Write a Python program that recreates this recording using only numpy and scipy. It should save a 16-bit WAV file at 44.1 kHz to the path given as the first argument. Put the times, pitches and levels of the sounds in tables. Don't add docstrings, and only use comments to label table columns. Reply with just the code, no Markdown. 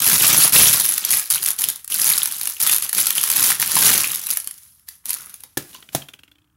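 import sys
import numpy as np
from scipy import signal
from scipy.fft import rfft, irfft, next_fast_len
from scipy.io import wavfile
from scipy.ndimage import uniform_filter1d, minimum_filter1d

SR = 44100
rng = np.random.default_rng(int(sys.argv[2]) if len(sys.argv) > 2 else 0)


def put_to_file(sound):
    columns = np.atleast_2d(sound).T
    safe = np.clip(columns, -1, 1)
    whole_steps = np.round(safe * 32767)
    wavfile.write(sys.argv[1], SR, whole_steps.astype(np.int16))


def gain_from_db(level_db):
    decades = np.asarray(level_db, float) / 20
    return 10 ** decades


N = 289604

# t/s, swell/s, hold/s, level/dB, fade/(dB per s)
SQUEEZES = [(0, 0.059, 0.099, -14.5, 125.5), (0.193, 0.047, 0.22, -11, 376),
            (0.525, 0.032, 0.028, -5.5, 55), (0.838, 0.043, 0.027, -23, 200),
            (1.02, 0.11, 0.0045, -14, 146.5), (1.304, 0.0063, 0.0035, -15, 162),
            (1.425, 0.057, 0.0055, -15.5, 348), (1.58, 0.0073, 0.1, -21.5, 203.5),
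            (1.907, 0.16, 0.0051, -13.5, 54.5), (2.397, 0.078, 0.0054, -24, 205.5),
            (2.599, 0.005, 0.15, -16.5, 402.5), (2.775, 0.056, 0.02, -25.5, 208.5),
            (2.942, 0.041, 0.0055, -13.5, 190.5), (3.055, 0.015, 0.0056, -20, 218),
            (3.128, 0.048, 0.0038, -19, 182), (3.206, 0.21, 0.094, -15.5, 291.5),
            (3.592, 0.0068, 0.01, -19.5, 108.5), (3.69, 0.18, 0.0022, -12, 55),
            (4.268, 0.026, 0.026, -24, 196), (4.44, 0.022, 0.16, -48, 77), (4.874, 0.023, 0.0046, -41, 192),
            (5.058, 0.0041, 0.019, -29.5, 71.5), (5.577, 0.013, 0.13, -49, 79),
            (5.927, 0.0055, 0.0039, -39.5, 162)]
# t/s, level/dB
SINGLE_SNAPS = [(0.0206, -3), (0.861, -6.5), (0.922, -10.5), (0.979, -2.5), (1.1955, -6), (1.302, -1.5),
                (1.357, -8), (1.429, -9), (1.4608, -4), (1.588, -9), (1.618, -5), (1.6403, -4), (1.7, -8),
                (1.845, -20), (1.877, -15.5), (1.9, -15.5), (2.257, -4), (2.412, -7.5), (2.4723, -8),
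                (2.6018, -9.5), (2.6142, -6), (2.665, -2), (2.6955, 1.5), (2.7143, -4.5), (2.7826, -9),
                (2.823, -7), (2.893, -9), (2.9289, -3), (3.068, -2), (3.1048, -0.5), (3.237, 1),
                (3.3005, 0.5), (4.102, -14.5), (4.148, -8.5), (4.171, -20), (4.217, -24), (4.262, -16),
                (4.268, -9), (4.3035, -3.5), (4.3283, -12), (4.371, -1), (4.4003, -13), (4.444, -21.5),
                (4.4732, -11), (4.51, -17), (4.795, -40), (4.8865, -16), (5.0558, -13.5), (5.093, -9),
                (5.1046, -7), (5.1305, -10), (5.1397, -8.5), (5.3408, -21.5), (5.405, -30), (5.436, -22)]
# t/s, body level/dB, rumble level/dB
FOLD_SIZES = [(0, -3, -13), (.6, -5, -13.5), (1.05, -6.5, -22.5), (1.75, -8, -23), (2.9, -5.5, -21),
              (3.95, -1.5, -12.5), (4.402, -9, -25.5), (5.2, -8, -18), (5.799, -1, 0)]
# f/Hz, level/dB
CREASE_COLOUR = [(400, -71), (1760, -31), (3000, -14.5), (6090, -8), (8000, -13), (10800, 5), (13300, -5.5),
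                 (16000, -12.5)]
# f/Hz, level/dB
BODY_COLOUR = [(150, -61), (550, -14), (850, 0), (1300, 4), (3500, 5.5), (6000, 3.5)]
# f/Hz, level/dB
RUMBLE_COLOUR = [(35, -50.5), (70, -10), (140, -1), (230, -5), (420, -9), (1000, -15)]
# t/s, level/dB
NUDGES = [(1.108, -34), (1.401, -38.5), (1.932, -41), (1.675, -36.5), (2.061, -34.5), (2.418, -47),
          (2.963, -32), (4.462, -45), (5.222, -52), (5.439, -49.5)]
# t/s, level/dB, f/Hz, t60/s
PITCHED_POPS = [(2.695, -11.5, 2660, 0.0059), (3.519, -15, 1860, 0.0072), (3.626, -10.5, 2050, 0.0039),
                (3.767, -10.5, 990, 0.017), (4.374, -42, 646, 0.045), (4.883, -37, 1770, 0.012),
                (5.748, -38.5, 1024, 0.053)]
# t/s, length/s, level/dB, f/Hz of the band
SLIDES = [(5.033, 0.33, -52, 1344), (5.723, 0.071, -46, 3420)]
# t/s, thud level/dB, deepest and second mode level/dB over the thud,
# package note f/Hz, note level/dB over the thud, slap level/dB, slap delay/s
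SET_DOWNS = [(5.5715, -14.5, -19, -16.5, 800, -4, -9, 0.0041),
             (5.949, -19.5, -6.5, -19.5, 675, 10, -7.5, 0.00015)]
# f/Hz, level/dB, t60/s
TABLE_MODES = [(140.5, 0, 0.19), (294, 0, 0.2), (344, 8.5, 0.027), (514, 4, 0.019), (1728, 2.5, 0.027)]
# t/s, level/dB, edge brightness level/dB
JOSTLED_TICKS = [(5.7453, -32.5, 4), (5.824, -35, -21), (5.888, -35, -16), (6.0188, -30.5, -19),
                 (6.0854, -30.5, -7)]
# f/Hz, level/dB
BASE_MODES = [(1580, -2), (2410, -5), (2730, 2), (3180, 5), (3910, -7)]
# t/s, f/Hz, level/dB
HUM_GLIDE = [(6.051, 229, -64), (6.25, 282, -56), (6.419, 304, -61), (6.57, 312, -69.5)]
# f/Hz, t60/s
ROOM_DECAY = [(2000, 0.29), (12000, 0.13)]
# f/Hz, level/dB
AIR_COLOUR = [(35, -28.5), (60, -1), (120, -6.5), (575, -33), (1300, -22), (3000, -42), (11000, -35)]


def unit(x):
    return x / np.sqrt(np.mean(x ** 2) + 1e-20)


def along(points, hz):
    f, v = np.transpose(points)
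    return np.interp(np.log(hz + 1), np.log(f + 1), v)


def coloured(x, spectrum):
    m = 2 * next_fast_len(N // 2 + 8192)
    gain = gain_from_db(along(spectrum, np.fft.rfftfreq(m, 1 / SR)))
    cepstrum = irfft(np.log(gain + 1e-6), m)
    cepstrum[1:m // 2] *= 2
    cepstrum[m // 2 + 1:] = 0
    response = np.exp(rfft(cepstrum))
    return irfft(rfft(x, m) * response, m)[:N] / np.sqrt(np.mean(abs(response) ** 2))


def bursts(times, sizes, t60, rise=0.0002):
    t = np.arange(round(t60 * SR)) / SR
    shape = (1 - np.exp(-t / rise)) * gain_from_db(-120 * t / t60)
    starts = np.bincount(np.clip((times * SR).astype(int), 0, N - 1), sizes ** 2, N)
    power = abs(signal.fftconvolve(starts, shape / shape.max())[:N])
    return np.sqrt(power) * rng.choice([-1, 1], N)


def grains(times, sizes, hz, cycles):
    span = np.arange(160)
    turns = hz[:, None] * span / SR
    swell = (1 - np.exp(-turns)) ** 2
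    ring = sizes[:, None] * np.sin(2 * np.pi * turns) * swell * gain_from_db(-60 * turns / cycles)
    places = (times * SR).astype(int)[:, None] + span
    return np.bincount(places.ravel(), ring.ravel(), N + len(span))[:N]


def struck(modes, attack):
    t = np.arange(SR // 3) / SR
    ring = np.zeros(len(t))
    for hz, db, t60 in modes:
        ring += gain_from_db(db + rng.normal(0, 2) - 60 * t / t60) * np.sin(2 * np.pi * hz * t)
    ring = ring * (1 - np.exp(-t / attack))
    return ring / np.max(abs(ring))


def add(track, s, sound):
    part = track[round(s * SR):][:len(sound)]
    part += sound[:len(part)]


def crackle(count, spread_db, t60):
    when, luck = rng.random((count, 2)).T
    x = bursts(when * N / SR, gain_from_db(-spread_db * np.log(luck)), t60)
    return x / np.sqrt(abs(uniform_filter1d(x * x, size=SR // 14)) + 1e-9)


def patchy(x, depth_db):
    z = signal.stft(x, nperseg=512)[2]
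    field = uniform_filter1d(rng.standard_normal(z.shape), size=7, axis=0)
    field = uniform_filter1d(field, size=2, axis=1)
    return signal.istft(z * gain_from_db(depth_db * unit(field)), nperseg=512)[1][:N]


def film():
    level_db = handling()
    worked = np.clip((level_db + 61) / 25, 0, 1)
    crinkle = np.sqrt(worked) * crackle(count=3000, spread_db=4.5, t60=.008)
    crinkle = crinkle + np.sqrt(1 - worked) * rng.standard_normal(N)
    creases = snap_ticks(level_db, worked) + sharp_creases(level_db, crinkle)
    return creases + large_folds(level_db, crinkle) + table_rumble(level_db)


def handling():
    swell_db, grab_db_per_s = 11, 1509
    power = np.zeros(N)
    for s, swell, hold, db, fade in SQUEEZES:
        t = np.arange(N) / SR - s
        grow_db = grab_db_per_s * np.minimum(t, 0) - swell_db * np.clip(1 - t / swell, 0, 1)
        fade_db = fade * np.maximum(t - swell - hold, 0)
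        power += gain_from_db(db + grow_db - fade_db) ** 2
    return 10 * np.log10(power + 1e-12)


def snap_ticks(level_db, worked):
    at, db = np.transpose(SINGLE_SNAPS)
    needles = grains(at, gain_from_db(db + 15), rng.uniform(8000, 13000, len(at)), cycles=7)
    when, luck, pitch = rng.random((2500, 3)).T
    place = (when * N).astype(int)
    tick_db = level_db[place] + 3.5 - 5.0 * np.log(luck + .01)
    tick_hz = 2000 * 7 ** np.sqrt(pitch)
    return needles + grains(when * N / SR, gain_from_db(tick_db) * worked[place], tick_hz, cycles=12)


def sharp_creases(level_db, crinkle):
    at, db = np.transpose(SINGLE_SNAPS)
    bright = gain_from_db(level_db - 0.5) * crinkle + bursts(at + 0.001, gain_from_db(db - 3.5), t60=0.0068)
    return coloured(patchy(bright, depth_db=2.0), CREASE_COLOUR)


def large_folds(level_db, crinkle):
    at, db = np.transpose(SINGLE_SNAPS)
    s, body_db, _ = np.transpose(FOLD_SIZES)
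    body = gain_from_db(level_db) * (0.51 * crinkle + 0.78 * crackle(count=2000, spread_db=2.5, t60=0.029))
    fullness_db = db - 8.0 + 1.6 * rng.standard_normal(len(at))
    body = body + bursts(at, gain_from_db(fullness_db), t60=0.023)
    body = gain_from_db(np.interp(np.arange(N) / SR, s, body_db)) * body
    return coloured(patchy(body, depth_db=2.0), BODY_COLOUR)


def table_rumble(level_db):
    s, _, rumble_db = np.transpose(FOLD_SIZES)
    shake_db = level_db + np.interp(np.arange(N) / SR, s, rumble_db)
    rumble = gain_from_db(shake_db) * crackle(count=1200, spread_db=1.5, t60=0.05)
    nudge_s, nudge_db = np.transpose(NUDGES)
    rumble = rumble + bursts(nudge_s, gain_from_db(nudge_db), t60=0.089, rise=0.0067)
    return coloured(rumble, RUMBLE_COLOUR)


def pops():
    at, db, _, _ = np.transpose(PITCHED_POPS)
    out = coloured(bursts(at, gain_from_db(db), t60=0.014), BODY_COLOUR)
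    for s, db, hz, t60 in PITCHED_POPS:
        add(out, s, gain_from_db(db) * struck([(hz, 0, t60)], attack=.0006))
    return out


def scrapes():
    t, out = np.arange(N) / SR, np.zeros(N)
    grit = crackle(count=1500, spread_db=3.5, t60=0.016)
    for s, length, db, hz in SLIDES:
        stroke = np.sin(np.pi * np.clip((t - s) / length, 0, 1)) ** .5
        band = [(hz / 2, -16), (hz, 0), (hz * 2, -9), (SR / 2, -60)]
        out += coloured(gain_from_db(db) * stroke * grit, band)
    return out


def knocks():
    wood = np.zeros(N)
    for s, db, deep_db, second_db, hz, note_db, _, _ in SET_DOWNS:
        add(wood, s, gain_from_db(db) * struck(TABLE_MODES[2:], attack=0.0026))
        add(wood, s, gain_from_db(db + second_db) * struck(TABLE_MODES[1:2], attack=0.0018))
        add(wood, s, gain_from_db(db + deep_db) * struck(TABLE_MODES[:1], attack=0.003))
        add(wood, s, gain_from_db(db + note_db) * struck([(hz, 0, 0.016)], attack=0.000182))
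    at, *_, slap_db, delay = np.transpose(SET_DOWNS)
    puff = coloured(bursts(at, gain_from_db(slap_db - 10), t60=0.056), BODY_COLOUR)
    shudder = coloured(bursts(at, gain_from_db(slap_db - 19), t60=0.21), RUMBLE_COLOUR)
    slap = coloured(bursts(at + delay, gain_from_db(slap_db), t60=0.011), CREASE_COLOUR)
    return wood + puff + shudder + slap


def rocking():
    at, db, bright_db = contacts()
    ticks = coloured(bursts(at, gain_from_db(db - 14), t60=0.03), BODY_COLOUR)
    for s, size in zip(at[at < N / SR], gain_from_db(db + 2)):
        for late in rng.uniform(0, .005, 2):
            modes = [(hz * rng.normal(1, .08), level, .013) for hz, level in BASE_MODES]
            add(ticks, s + late, size * struck(modes, attack=.0003))
    edges = coloured(bursts(at, gain_from_db(db + bright_db), t60=0.0074), CREASE_COLOUR)
    thumps = coloured(bursts(at, gain_from_db(db - 14), t60=0.089, rise=0.002), RUMBLE_COLOUR)
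    return ticks + edges + thumps + hum(at)


def contacts():
    front, first_db, loss_db = 6.135, -31.5, 7
    first_swing, quickest, shrink = .0985, .04, .7
    back_share, back_db = .55, -7.5
    front_bright_db, back_bright_db = -11, -26
    rows = list(JOSTLED_TICKS)
    for k in range(7):
        swing = quickest + (first_swing - quickest) * shrink ** k
        db = first_db - loss_db * k
        rows += [(front, db, front_bright_db), (front + back_share * swing, db + back_db, back_bright_db)]
        front += swing
    return np.transpose(rows)


def hum(at):
    s, hz, hum_db = np.transpose(HUM_GLIDE)
    t = np.arange(N) / SR
    since = abs(t - at[np.clip(np.searchsorted(at, t) - 1, 0, None)])
    swell = (1 - np.exp(-since / 0.0021)) * gain_from_db(-60 * since / 0.12)
    unsteady_hz = 7 * unit(uniform_filter1d(rng.standard_normal(N), size=600))
    turns = np.cumsum(np.interp(t, s, hz) + unsteady_hz) / SR
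    return gain_from_db(np.interp(t, s, hum_db, left=-120)) * swell * np.sin(2 * np.pi * turns)


def room(x):
    out, step = np.zeros(N), 2048
    for start in range(0, N, step):
        hz, t, z = signal.stft(rng.standard_normal(SR // 3), SR, nperseg=256)
        decay = gain_from_db(-60 * t / along(ROOM_DECAY, hz)[:, None])
        tail = signal.istft(z * decay, SR, nperseg=256)[1]
        answer = signal.fftconvolve(x[start:start + step], tail / np.linalg.norm(tail))
        add(out, start / SR + .003, answer)
    return out


def still_air():
    return gain_from_db(-65.5) * coloured(rng.standard_normal(N), AIR_COLOUR)


def scene():
    package = film() + pops() + scrapes()
    table = rocking() + knocks()
    reverb = room(gain_from_db(-9.0) * package + gain_from_db(-16) * table)
    return (package + table + reverb + still_air())[None]


def top_cut(x):
    return signal.sosfilt(signal.butter(12, 16650, fs=SR, output="sos"), x)


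def record(dry):
    gain = minimum_filter1d(.85 / np.maximum(abs(dry), .85), size=25)
    limited = dry * uniform_filter1d(gain, size=21)
    low_pass = signal.ellip(10, .5, 50, 15800, fs=SR, output="sos")
    mix = signal.sosfilt(low_pass, limited)
    return top_cut(mix)


dry = scene()
out = record(dry)
put_to_file(out)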